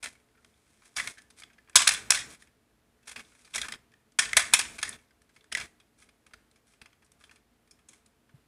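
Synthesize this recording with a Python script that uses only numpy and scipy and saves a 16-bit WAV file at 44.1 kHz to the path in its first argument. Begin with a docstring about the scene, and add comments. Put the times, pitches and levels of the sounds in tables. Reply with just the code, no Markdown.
"""Hands pose a hard plastic toy figure close to a microphone in a small quiet room.
It opens with light snaps and ticks over a soft noise bed, which has a breath-like swell before one second;
then ratchet joints snap and loose panels clatter, loudest around two seconds. After a lull come more
clatter, hard snaps past four seconds, then mostly softer ticks. Strokes of rubbing are noise grains that
ring the clicks' modes. Low sine knocks reach the table, the last near the end; a noise gate lowers the
hiss between louder clicks."""
import sys
import numpy as np
from scipy import signal
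from scipy.fft import rfft, irfft, next_fast_len
from scipy.io import wavfile

SR = 44100
rng = np.random.default_rng(int(sys.argv[2]) if len(sys.argv) > 2 else 0)


def generate_wav(signal):
    """Clip the signal to [-1, 1] and save it as 16-bit WAV at the path in sys.argv[1]."""
    frames = np.transpose(np.atleast_2d(signal))
    scaled = np.clip(frames, -1, 1) * 32767
    pcm = np.round(scaled).astype(np.int16)
    wavfile.write(sys.argv[1], SR, pcm)


N = 373527  # samples


def from_db(db):
    """Turn decibels into a gain."""
    return 10 ** (np.asarray(db) / 20)


def rms_one(x):
    """Scale to unit rms."""
    return x / np.sqrt(np.mean(x ** 2) + 1e-20)


def at_hz(points, hz):
    """Read a value between (Hz, value) rows, on a log-frequency axis."""
    table = np.array(points)
    return np.interp(np.log(hz), np.log(table[:, 0]), table[:, 1])


def smooth(x, seconds):
    """Running average that forgets the past exponentially."""
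    keep = np.exp(-1 / (seconds * SR))
    return signal.lfilter([1 - keep], [1, -keep], x)


def ring(force, hz, t60):
    """A resonance: a unit click sets a sine ringing from height 1, falling 60 dB in t60 seconds."""
    radius = from_db(-60 / (t60 * SR))
    turn = 2 * np.pi * hz / SR
    feedback = [1, -2 * radius * np.cos(turn), radius * radius]
    return signal.lfilter([0, np.sin(turn)], feedback, force + 1e-18, axis=-1)


def energy_as_length(rings, length):
    """Scale each ringing contact so that its energy grows with the length of its chatter."""
    return rings / np.sqrt(np.sum(rings ** 2, axis=1, keepdims=True) / length)


PART_BOOST_DB, PART_WIDTH_OCTAVES = 6.5, 0.092  # the struck part drives modes near its own pitch harder
TREBLE_HZ = 8000  # here the treble setting of a contact applies in full
BELOW_PITCH_DB_PER_OCTAVE = 3  # a part drives little below its own pitch
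BELOW_PITCH_FLOOR_DB = -10  # but the shell always answers a little
MODE_LUCK_DB = 1.8  # random spread of each contact's strength in each mode
SIZE_CUT_HZ = 800  # a small body radiates little below this

# The ringing modes of the hollow shell and its panels.
# Each row: pitch in Hz, relative level in dB, time to fall by 60 dB in seconds.
SHELL_MODES = [(550, -15, 0.036), (720, -24, 0.06), (1080, -15, 0.0056), (1360, -13, 0.015),
               (1401, -10.5, 0.036), (1725, 1, 0.0046), (1915, -2, 0.014), (2359, 1.5, 0.005),
               (2905, -5, .008), (3149, -3.5, 0.012), (3466, -1, 0.0098), (4150, -2.5, 0.0033),
               (4655, -4.5, 0.0049), (4717, 1.5, 0.0039), (5380, 2, 0.0043), (5940, 1, 0.0033),
               (6570, 0.5, 0.007), (8070, 3, 0.0019), (8867, -1, 0.011), (9160, 2, 0.0037),
               (10360, -4.5, 0.0081), (10694, -7.5, 0.0087), (12240, -9.5, 0.00057), (14200, -9, 0.0025),
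               (15410, -13.5, .002)]


def figure():
    """Contacts and rubbing drive the same modes; every contact finds each mode with its own strength."""
    start_s, contact_db, treble_db, chatter_ms, pitch = contacts().T
    length = np.clip(chatter_ms, .3, 22)[:, None] * SR / 1000  # samples
    swarms = chatter(length)
    rub = rubbing()
    at = np.round(start_s[:, None] * SR).astype(int) + np.arange(swarms.shape[1])

    def place(sounds):
        """Add every contact into the scene at its own time."""
        return np.bincount(at.ravel(), sounds.ravel(), N)

    luck_db = rng.normal(0, MODE_LUCK_DB, (len(start_s), len(SHELL_MODES)))
    # the level is the one heard, however weak the shell is at that pitch
    lift_db = -at_hz(SHELL_MODES, pitch)
    out = place(part_rings(swarms, length, pitch) * from_db(contact_db - 11)[:, None])
    for k, (hz, mode_db, t60) in enumerate(SHELL_MODES):
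        octaves = np.log2(hz / pitch)
        towards_treble = np.clip(octaves / np.log2(TREBLE_HZ / pitch), 0, 1)
        colour_db = contact_db + lift_db + towards_treble * (treble_db - lift_db)
        colour_db += np.clip(BELOW_PITCH_DB_PER_OCTAVE * octaves, BELOW_PITCH_FLOOR_DB, 0)
        colour_db += PART_BOOST_DB * np.exp(-(octaves / PART_WIDTH_OCTAVES) ** 2)
        rings = energy_as_length(ring(swarms, hz, t60), length)
        blows = rings * from_db(colour_db + luck_db[:, k] - 11.5)[:, None]
        slide = ring(rub, hz, t60) / np.sqrt(t60 * SR) * from_db(-3.5)
        sign = (-1) ** k  # neighbouring modes move in opposite directions
        out += sign * from_db(mode_db) * (place(blows) + slide)
    high_pass = signal.butter(2, SIZE_CUT_HZ, "high", fs=SR, output="sos")
    return signal.sosfilt(high_pass, out)


HARD_SNAP_DB = -20  # contacts above this set a loose panel clattering
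REBOUNDS, REBOUND_GAP_S = 5, 0.021  # count after each hard snap, average spacing
REBOUND_DB, REBOUND_FALL_DB_PER_S, REBOUND_SPREAD_DB = -20.5, 128.5, 4.5  # level against the snap
REBOUND_TREBLE_DB, REBOUND_MS = -6.5, 13
PANEL_LOW_HZ, PANEL_HIGH_HZ = 1600, 3600

# The single plastic contacts.
# Each row: start in seconds, relative level in dB at the struck part's pitch, treble in dB against
# that level, length of the chatter in ms (held to 22 at most), pitch of the struck part in Hz.
PLASTIC_CONTACTS = [(0.027, -28, -3.5, 9.5, 2275), (0.0396, -36, 0, 15, 2050),
                    (0.0586, -26, -11.5, 3.55, 2630), (0.0685, -41, -5, 8.8, 1870),
                    (0.152, -43, -19, 10.0, 2120), (0.3493, -51.5, -25, 11.5, 1360),
                    (0.374, -48, -41, 14.0, 1400), (0.4467, -43, 5, 1.9, 950), (0.8194, -48, -8, 7.8, 1060),
                    (0.9638, -20, -9, 6.6, 5580), (0.9812, -24.5, -25.5, 16, 1690),
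                    (0.9979, -20, -15, 5.6, 2013), (1.0215, -47, -21, 10, 2100), (1.04, -42, -7, 11, 1600),
                    (1.0729, -23.5, -10, 6.3, 2144), (1.1106, -50, 3, 13, 1860),
                    (1.173, -36, -24, 4.2, 1490), (1.18, -29.5, -14.5, 13.5, 1730),
                    (1.2187, -47.5, 7.5, 4.3, 1620), (1.3023, -41.5, 1, 7.6, 4160),
                    (1.3983, -42.5, 7, 8.3, 4030), (1.4209, -26.5, -14, 3.5, 2170),
                    (1.435, -28, -13, 2.4, 3370), (1.5007, -42, -23, 11.5, 1580),
                    (1.531, -46.5, -8, 11, 1550), (1.5815, -34.5, -21.5, 7.2, 1800),
                    (1.675, -36, -26, 4.1, 1690), (1.6862, -38, -29, 4.1, 1690),
                    (1.696, -36, -2.5, 3.9, 1790), (1.7297, -40, -16, 6.2, 2310),
                    (1.7473, -28, -33, 5.6, 1760), (1.7559, -4.5, 2.5, 8.4, 4410),
                    (1.7664, -16.5, -3, 10, 3570), (1.8036, -25.5, -5, 6.7, 3670),
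                    (1.819, -24, 1.5, 7.4, 3700), (1.855, -40, -7, 5.7, 5870), (1.8718, -21.5, -1, 4, 1210),
                    (1.875, -9.5, 1, 5.6, 3670), (1.8893, -14, 1, 5.2, 2130), (1.908, -20, -24, 7.4, 2330),
                    (1.918, -29, 3, 8.9, 2370), (1.9363, -32, 5, 8.1, 3550), (1.946, -31.5, -4, 7.1, 3460),
                    (2.1, -26, -19, 3.7, 1496), (2.1051, -5.5, 0.5, 4.26, 5600),
                    (2.118, -19, -2, 5.9, 1504), (2.1464, -24.5, -5, 15, 3720), (2.1864, -35, -3, 24, 3670),
                    (2.346, -41, -8.5, 15, 2360), (2.4214, -37, -4.5, 5.9, 1860),
                    (2.4715, -45.5, -8.5, 8.7, 2440), (3.029, -48, -6, 8.4, 2650),
                    (3.0564, -50.5, -0.5, 12.8, 2550), (3.072, -34, -1, 11.3, 2180),
                    (3.094, -39, -8.5, 14, 2440), (3.1129, -32, -1, 11.5, 2360), (3.128, -31, -18, 4, 2360),
                    (3.1591, -25, -9.5, 6.9, 2340), (3.177, -46.5, -5, 4.9, 2330),
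                    (3.193, -37.5, -15.5, 16, 2220), (3.247, -47, -14, 8.1, 3470),
                    (3.285, -50, -8, 10, 2160), (3.319, -49, -6.5, 7.6, 1360), (3.35, -43, -6.5, 9.5, 1670),
                    (3.4467, -41, -3.5, 18, 2290), (3.475, -40, -9.5, 8.3, 1720),
                    (3.538, -30, -7, 4.1, 3500), (3.5469, -33, 0, 10.7, 2400), (3.557, -27.5, 2, 9.6, 2330),
                    (3.5791, -28.5, -3, 9.5, 1977), (3.6156, -25, -3, 5, 3690),
                    (3.6299, -30, -35, 9.2, 1590), (3.6434, -34.5, -18, 21, 1685),
                    (3.6838, -23, -6.5, 3.2, 1748), (3.6914, -53, -3, 7.4, 3870),
                    (3.7215, -26.5, -4.5, 4.5, 2047), (3.737, -34, -16, 3.8, 3294),
                    (3.7445, -40.5, -13.5, 4.7, 1675), (3.9179, -40, -14, 5.9, 1693),
                    (3.9374, -36.5, -15, 3.3, 1840), (4.12, -48, -1, 4.5, 3170),
                    (4.1874, -11, -1.5, 10.1, 1797), (4.2212, -27, -8.5, 6.1, 1860),
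                    (4.2384, -33.5, -9.5, 8.5, 1780), (4.3313, -16, -14.5, 3.5, 2000),
                    (4.3679, -9, -2, 9.3, 2044), (4.3922, -22.5, -3.5, 15, 1760),
                    (4.527, -42.5, 0, 17, 1240), (4.5362, -7, -1.5, 8.8, 2590),
                    (4.5906, -21, 0.5, 10.5, 1670), (4.609, -34, 1, 7.3, 1540),
                    (4.783, -28, -6.5, 9.7, 2230), (4.8138, -33.5, -3, 18, 2550),
                    (4.828, -16, -3, 5.4, 1706), (4.842, -41, -19, 11.2, 2250),
                    (4.8916, -35.5, 10, 3.3, 6360), (4.9871, -41.5, -17.5, 10.8, 2230),
                    (5.1074, -44, -13.5, 6.2, 1540), (5.2177, -47.5, 3.5, 4.4, 1703),
                    (5.2917, -46.5, -9, 11.6, 1550), (5.362, -37, -10, 7.9, 2440),
                    (5.408, -41, -14, 4.4, 3620), (5.4419, -38, -10, 4.6, 1720),
                    (5.5165, -31.5, -9.5, 7.5, 1920), (5.524, -28.5, -0.5, 4.9, 3020),
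                    (5.5497, -18.5, -9.5, 4.4, 1880), (5.571, -26.5, -11.5, 14, 1734),
                    (5.5999, -31, -9.5, 6.7, 2500), (5.61, -31.5, -13, 13.5, 2245),
                    (5.7998, -45.5, -5.5, 12, 3330), (6.0203, -39, -8.5, 9, 2460),
                    (6.0887, -40, -10, 6.1, 2550), (6.265, -35.5, -8.5, 6.6, 2380),
                    (6.309, -53.5, -12, 12.5, 936), (6.335, -37, -5, 6.7, 1422),
                    (6.5123, -48, -0.5, 5.8, 3940), (6.5583, -45.5, -5.5, 11.9, 2180),
                    (6.7355, -43.5, -10.5, 8, 2360), (6.815, -29, -8, 3.3, 2245),
                    (6.8583, -37.5, -9, 6.6, 2377), (6.929, -44.5, -12, 4.4, 3060),
                    (7.0224, -43.5, -13.5, 10, 1750), (7.046, -54.5, 4.5, 11.2, 5500),
                    (7.0617, -57.5, 5.5, 7.9, 2380), (7.118, -40.5, 4, 3.3, 6050),
                    (7.209, -46.5, -10.5, 9, 1070), (7.2386, -34, -9.5, 4.8, 3220),
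                    (7.2945, -38, -15.5, 4.3, 2285), (7.311, -37.5, -8, 12, 1720),
                    (7.3582, -40, -8, 10, 2260), (7.6755, -47.5, -6.5, 5.5, 2495),
                    (7.7101, -38.5, 2.5, 6.6, 5260), (7.7892, -56, -1.5, 10.6, 1210),
                    (7.8864, -37.5, 4, 7.7, 6470), (7.9318, -39.5, -4, 8.3, 2350),
                    (8.0607, -46.5, 6.5, 4.6, 4090), (8.292, -49.5, -12, 7.7, 1122)]


def contacts():
    """The listed contacts, a run of weaker ones at uneven gaps after each hard snap, and faint ticks."""
    rows = np.array(PLASTIC_CONTACTS, float)
    hard = rows[rows[:, 1] > HARD_SNAP_DB]
    luck = rng.random((len(hard), 3, REBOUNDS))
    delay_s = REBOUND_GAP_S * (np.arange(1, REBOUNDS + 1) + luck[:, 0])
    level_db = hard[:, 1:2] + REBOUND_DB - REBOUND_FALL_DB_PER_S * delay_s
    level_db = level_db + REBOUND_SPREAD_DB * (2 * luck[:, 1] - 1)
    hz = panel_pitch(luck[:, 2])
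    rebounds = np.broadcast_arrays(hard[:, :1] + delay_s, level_db, REBOUND_TREBLE_DB, REBOUND_MS, hz)
    return np.vstack([rows, np.reshape(rebounds, (5, -1)).T, faint_ticks()])


def panel_pitch(luck):
    """A random panel pitch, low ones more often than high ones."""
    return PANEL_LOW_HZ * (PANEL_HIGH_HZ / PANEL_LOW_HZ) ** luck ** 2


TICKS = 70  # spread over the scene, one at a random moment in each equal slot
TICK_OVER_BED_DB, TICK_SPREAD_DB, TICK_TREBLE_DB, TICK_MS = 12, 5, -13.5, 2.1

# Level of a soft noise bed, with a breath-like swell before one second; also sets the faint ticks.
# Each row: time in seconds, relative level in dB.
BED_LEVEL = [(0, -56), (.3, -62), (.8, -50.5), (1.5, -64.5), (2.8, -73.5), (3.4, -58.5), (4.0, -72.5),
             (6.2, -66), (8.47, -86)]


def faint_ticks():
    """Faint pings at random moments, their level following that of the soft noise bed."""
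    luck = rng.random((TICKS, 3))
    start_s = (np.arange(TICKS) + luck[:, 0]) * (N / SR - .1) / TICKS
    level_db = np.interp(start_s, *np.transpose(BED_LEVEL)) + TICK_OVER_BED_DB
    level_db = level_db + TICK_SPREAD_DB * (2 * luck[:, 1] - 1)
    hz = panel_pitch(luck[:, 2])
    return np.transpose(np.broadcast_arrays(start_s, level_db, TICK_TREBLE_DB, TICK_MS, hz))


FIRST_IMPACT = 5.0  # height of the opening crack against the impacts that follow


def chatter(length):
    """Each contact is a crack and a swarm of tiny uneven impacts that swells briefly and dies away."""
    n = np.arange(round(.06 * SR))
    swell = 1 - np.exp(-n / (0.044 * length))
    fade = from_db(-12.0 * n / length)  # 12 dB down after one chatter length
    impacts = rng.standard_normal((len(length), len(n)))
    uneven = impacts * np.abs(impacts)
    return uneven * swell * fade + FIRST_IMPACT * (n == 0)


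PART_RING_DB, PART_RING_T60_S = 3.5, .03
PART_RING_LOSS_DB_PER_OCTAVE = 6  # small high parts ring more faintly


def part_rings(swarms, length, pitch):
    """Each struck part also rings at its own pitch, as a decaying sine set off by every impact."""
    t = np.arange(swarms.shape[1]) / SR
    sines = np.sin(2 * np.pi * pitch[:, None] * t) * from_db(-60 * t / PART_RING_T60_S)
    rings = signal.fftconvolve(swarms, sines, axes=1)[:, :len(t)]
    octaves_up = np.maximum(np.log2(pitch / PANEL_LOW_HZ), 0)
    level_db = PART_RING_DB - PART_RING_LOSS_DB_PER_OCTAVE * octaves_up
    return energy_as_length(rings, length) * from_db(level_db)[:, None]


RUB_GRAINS_PER_S = 960
STROKE_RISE_DB_PER_S, STROKE_FALL_DB_PER_S = 1200, 319.5

# Fingers and parts slide over the shell.
# Each row: start in seconds, length in seconds, relative level in dB.
RUB_STROKES = [(0.09, 0.04, -45.5), (0.852, 0.015, -41.5), (0.97, 0.0033, -27), (0.996, 0.15, -43),
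               (1.376, 0.018, -37.5), (2.303, .05, -47.5), (2.4, 0.02, -46), (3.077, 0.017, -34),
               (3.207, .27, -48.5), (3.386, .03, -44), (3.503, .03, -45), (3.539, 0.0086, -32.5),
               (3.59, 0.064, -43), (4.677, 0.11, -49.5), (4.97, .06, -56.5), (5.345, 0.0085, -50),
               (5.624, 0.053, -50), (5.986, 0.04, -45), (6.67, 0.063, -49), (7.199, 0.053, -49.5),
               (7.32, 0.044, -57), (7.891, 0.076, -49)]


def rubbing():
    """Stick and slip: dense uneven grains over noise; strokes rise, hold and fall above the soft bed."""
    t = np.arange(N) / SR
    level_db = np.interp(t, *np.transpose(BED_LEVEL))
    for start_s, length_s, stroke_db in RUB_STROKES:
        rise_db = STROKE_RISE_DB_PER_S * np.maximum(start_s - t, 0)
        fall_db = STROKE_FALL_DB_PER_S * np.maximum(t - start_s - length_s, 0)
        level_db = np.maximum(level_db, stroke_db - rise_db - fall_db)
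    sizes = from_db(5.2 * np.minimum(rng.exponential(1, N), 3.5)) * rng.choice([-1, 1], N)
    grains = rms_one(sizes * (rng.random(N) < RUB_GRAINS_PER_S / SR))
    return (grains + rng.standard_normal(N)) * from_db(level_db)


# Soft knocks through the table.
# Each row: start in seconds, level in dB before the soft onset, pitch in Hz, time to fall 60 dB in seconds.
TABLE_KNOCKS = [(1.761, -32, 80, .06), (1.873, -37.5, 90, 0.042), (4.188, -43.5, 80, .05),
                (4.368, -30.5, 60, 0.075), (4.538, -42.5, 70, 0.06), (8.340, -25, 135, 0.064)]


def thuds():
    """A padded blow rings one low mode of the table."""
    out = np.zeros(N + SR)
    t = np.arange(SR // 4) / SR
    for start_s, level_db, hz, t60 in TABLE_KNOCKS:
        at = round(start_s * SR)
        soft_onset = 1 - np.exp(-t / .006)
        decay = from_db(level_db - 60 * t / t60)
        out[at:at + len(t)] += decay * np.sin(2 * np.pi * hz * t) * soft_onset
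    return out[:N]


# How long echoes last in the room.
# Each row: frequency in Hz, time to fall by 60 dB in seconds.
ECHO_T60 = [(400, 0.29), (1500, 0.49), (4000, 0.3), (8000, 0.38), (14000, 0.12)]


def room(x):
    """Diffuse echoes: noise that dies band by band, building up over the first reflections."""
    t = np.arange(round(.7 * SR)) / SR
    tail = 0
    edges = 200 * 2 ** np.arange(0, 6.6, .5)  # half-octave bands, in Hz
    for low, high in zip(edges, edges[1:]):
        band_pass = signal.butter(2, [low, high], "band", fs=SR, output="sos")
        band = signal.sosfilt(band_pass, rng.standard_normal(len(t)))
        t60 = at_hz(ECHO_T60, np.sqrt(low * high))
        tail = tail + band * from_db(-60 * t / t60)
    tail = tail * (1 - np.exp(-t / 0.0042))
    return signal.fftconvolve(x, tail / np.sqrt(np.sum(tail ** 2)))[:N]


HISS_DB = -56  # rms, before the gate

# Colour of the room and preamp noise.
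# Each row: frequency in Hz, relative level in dB per Hz.
HISS_COLOUR = [(20, -20), (33, -15), (50, 4), (75, 3), (110, -5.5), (250, -2.5), (370, -6), (800, -11),
               (1400, -12), (2300, -15), (6000, -22.5), (11000, -22.5), (16000, -31.5)]
# Faint appliance tones.
# Each row: pitch in Hz, rms level in dB before the gate.
APPLIANCE_TONES = [(120, -67.5), (215, -70.5), (235, -65.5), (312, -71), (436, -68), (690, -72.5)]


def background():
    """Steady coloured hiss, and tones that waver slightly because noise drives narrow resonances."""
    size = next_fast_len(N)
    hz = np.maximum(np.fft.rfftfreq(size, 1 / SR), 1)
    spectrum = rfft(rng.standard_normal(size)) * from_db(at_hz(HISS_COLOUR, hz))
    hiss = rms_one(irfft(spectrum, size)[:N])
    tones = np.zeros(N)
    for tone_hz, tone_db in APPLIANCE_TONES:
        tones += from_db(tone_db) * rms_one(ring(rng.standard_normal(N), tone_hz, 0.2))
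    return from_db(HISS_DB) * hiss + tones


MIC_ROLL_HZ, MIC_ROLL_DB = 11100, -15


def top_loss(x):
    """The microphone loses its top octave: a steep shelf passes it weakened."""
    low_pass = signal.butter(6, MIC_ROLL_HZ, fs=SR, output="sos")
    high_pass = signal.butter(6, MIC_ROLL_HZ, "high", fs=SR, output="sos")
    return signal.sosfilt(low_pass, x) - from_db(MIC_ROLL_DB) * signal.sosfilt(high_pass, x)


ROOM_DB = -15  # echo against the direct sound


def scene():
    """Figure close by, its echo in the room, table and background."""
    toy = top_loss(figure())
    echo = from_db(ROOM_DB) * room(toy)
    return (toy + echo + thuds() + background())[None]


GATE_SENSE_S, GATE_SMOOTH_S = 0.0024, 0.0037  # averaging of the meter and of the gain
GATE_THRESHOLD_DB, GATE_DEPTH_DB = -34, 15  # fully open above the threshold; deepest cut
GATE_SLOPE = 25  # dB of cut per dB below the threshold
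GATE_FALL_DB_PER_S = 109.5  # how fast the meter falls back
GATE_FOOT_DB, GATE_FOOT_SLOPE = -53, 0.21  # above this the shut gate gives way a little, dB per dB
OVERLOAD = .75  # height at which the input stage rounds off
CUTOFF_HZ = 16600


def record(dry):
    """Noise gate steered by a peak meter that falls back steadily; rounded peaks, steep top cut."""
    level_db = 10 * np.log10(smooth(dry[0] ** 2, GATE_SENSE_S) + 1e-12)
    # tilting the level up, holding its maximum and tilting back gives a steady fall after each peak
    fall_db = GATE_FALL_DB_PER_S * np.arange(N) / SR
    meter_db = np.maximum.accumulate(level_db + fall_db) - fall_db
    gain_db = np.clip(GATE_SLOPE * (meter_db - GATE_THRESHOLD_DB), -GATE_DEPTH_DB, 0)
    foot_db = GATE_FOOT_SLOPE * np.maximum(meter_db - GATE_FOOT_DB, 0) - GATE_DEPTH_DB
    gain_db = np.minimum(np.maximum(gain_db, foot_db), 0)
    gated = dry * smooth(from_db(gain_db), GATE_SMOOTH_S)
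    rounded = OVERLOAD * np.tanh(gated / OVERLOAD)
    top_cut = signal.cheby2(14, 80, CUTOFF_HZ, fs=SR, output="sos")
    return signal.sosfilt(top_cut, rounded)


dry = scene()
out = record(dry)
generate_wav(out)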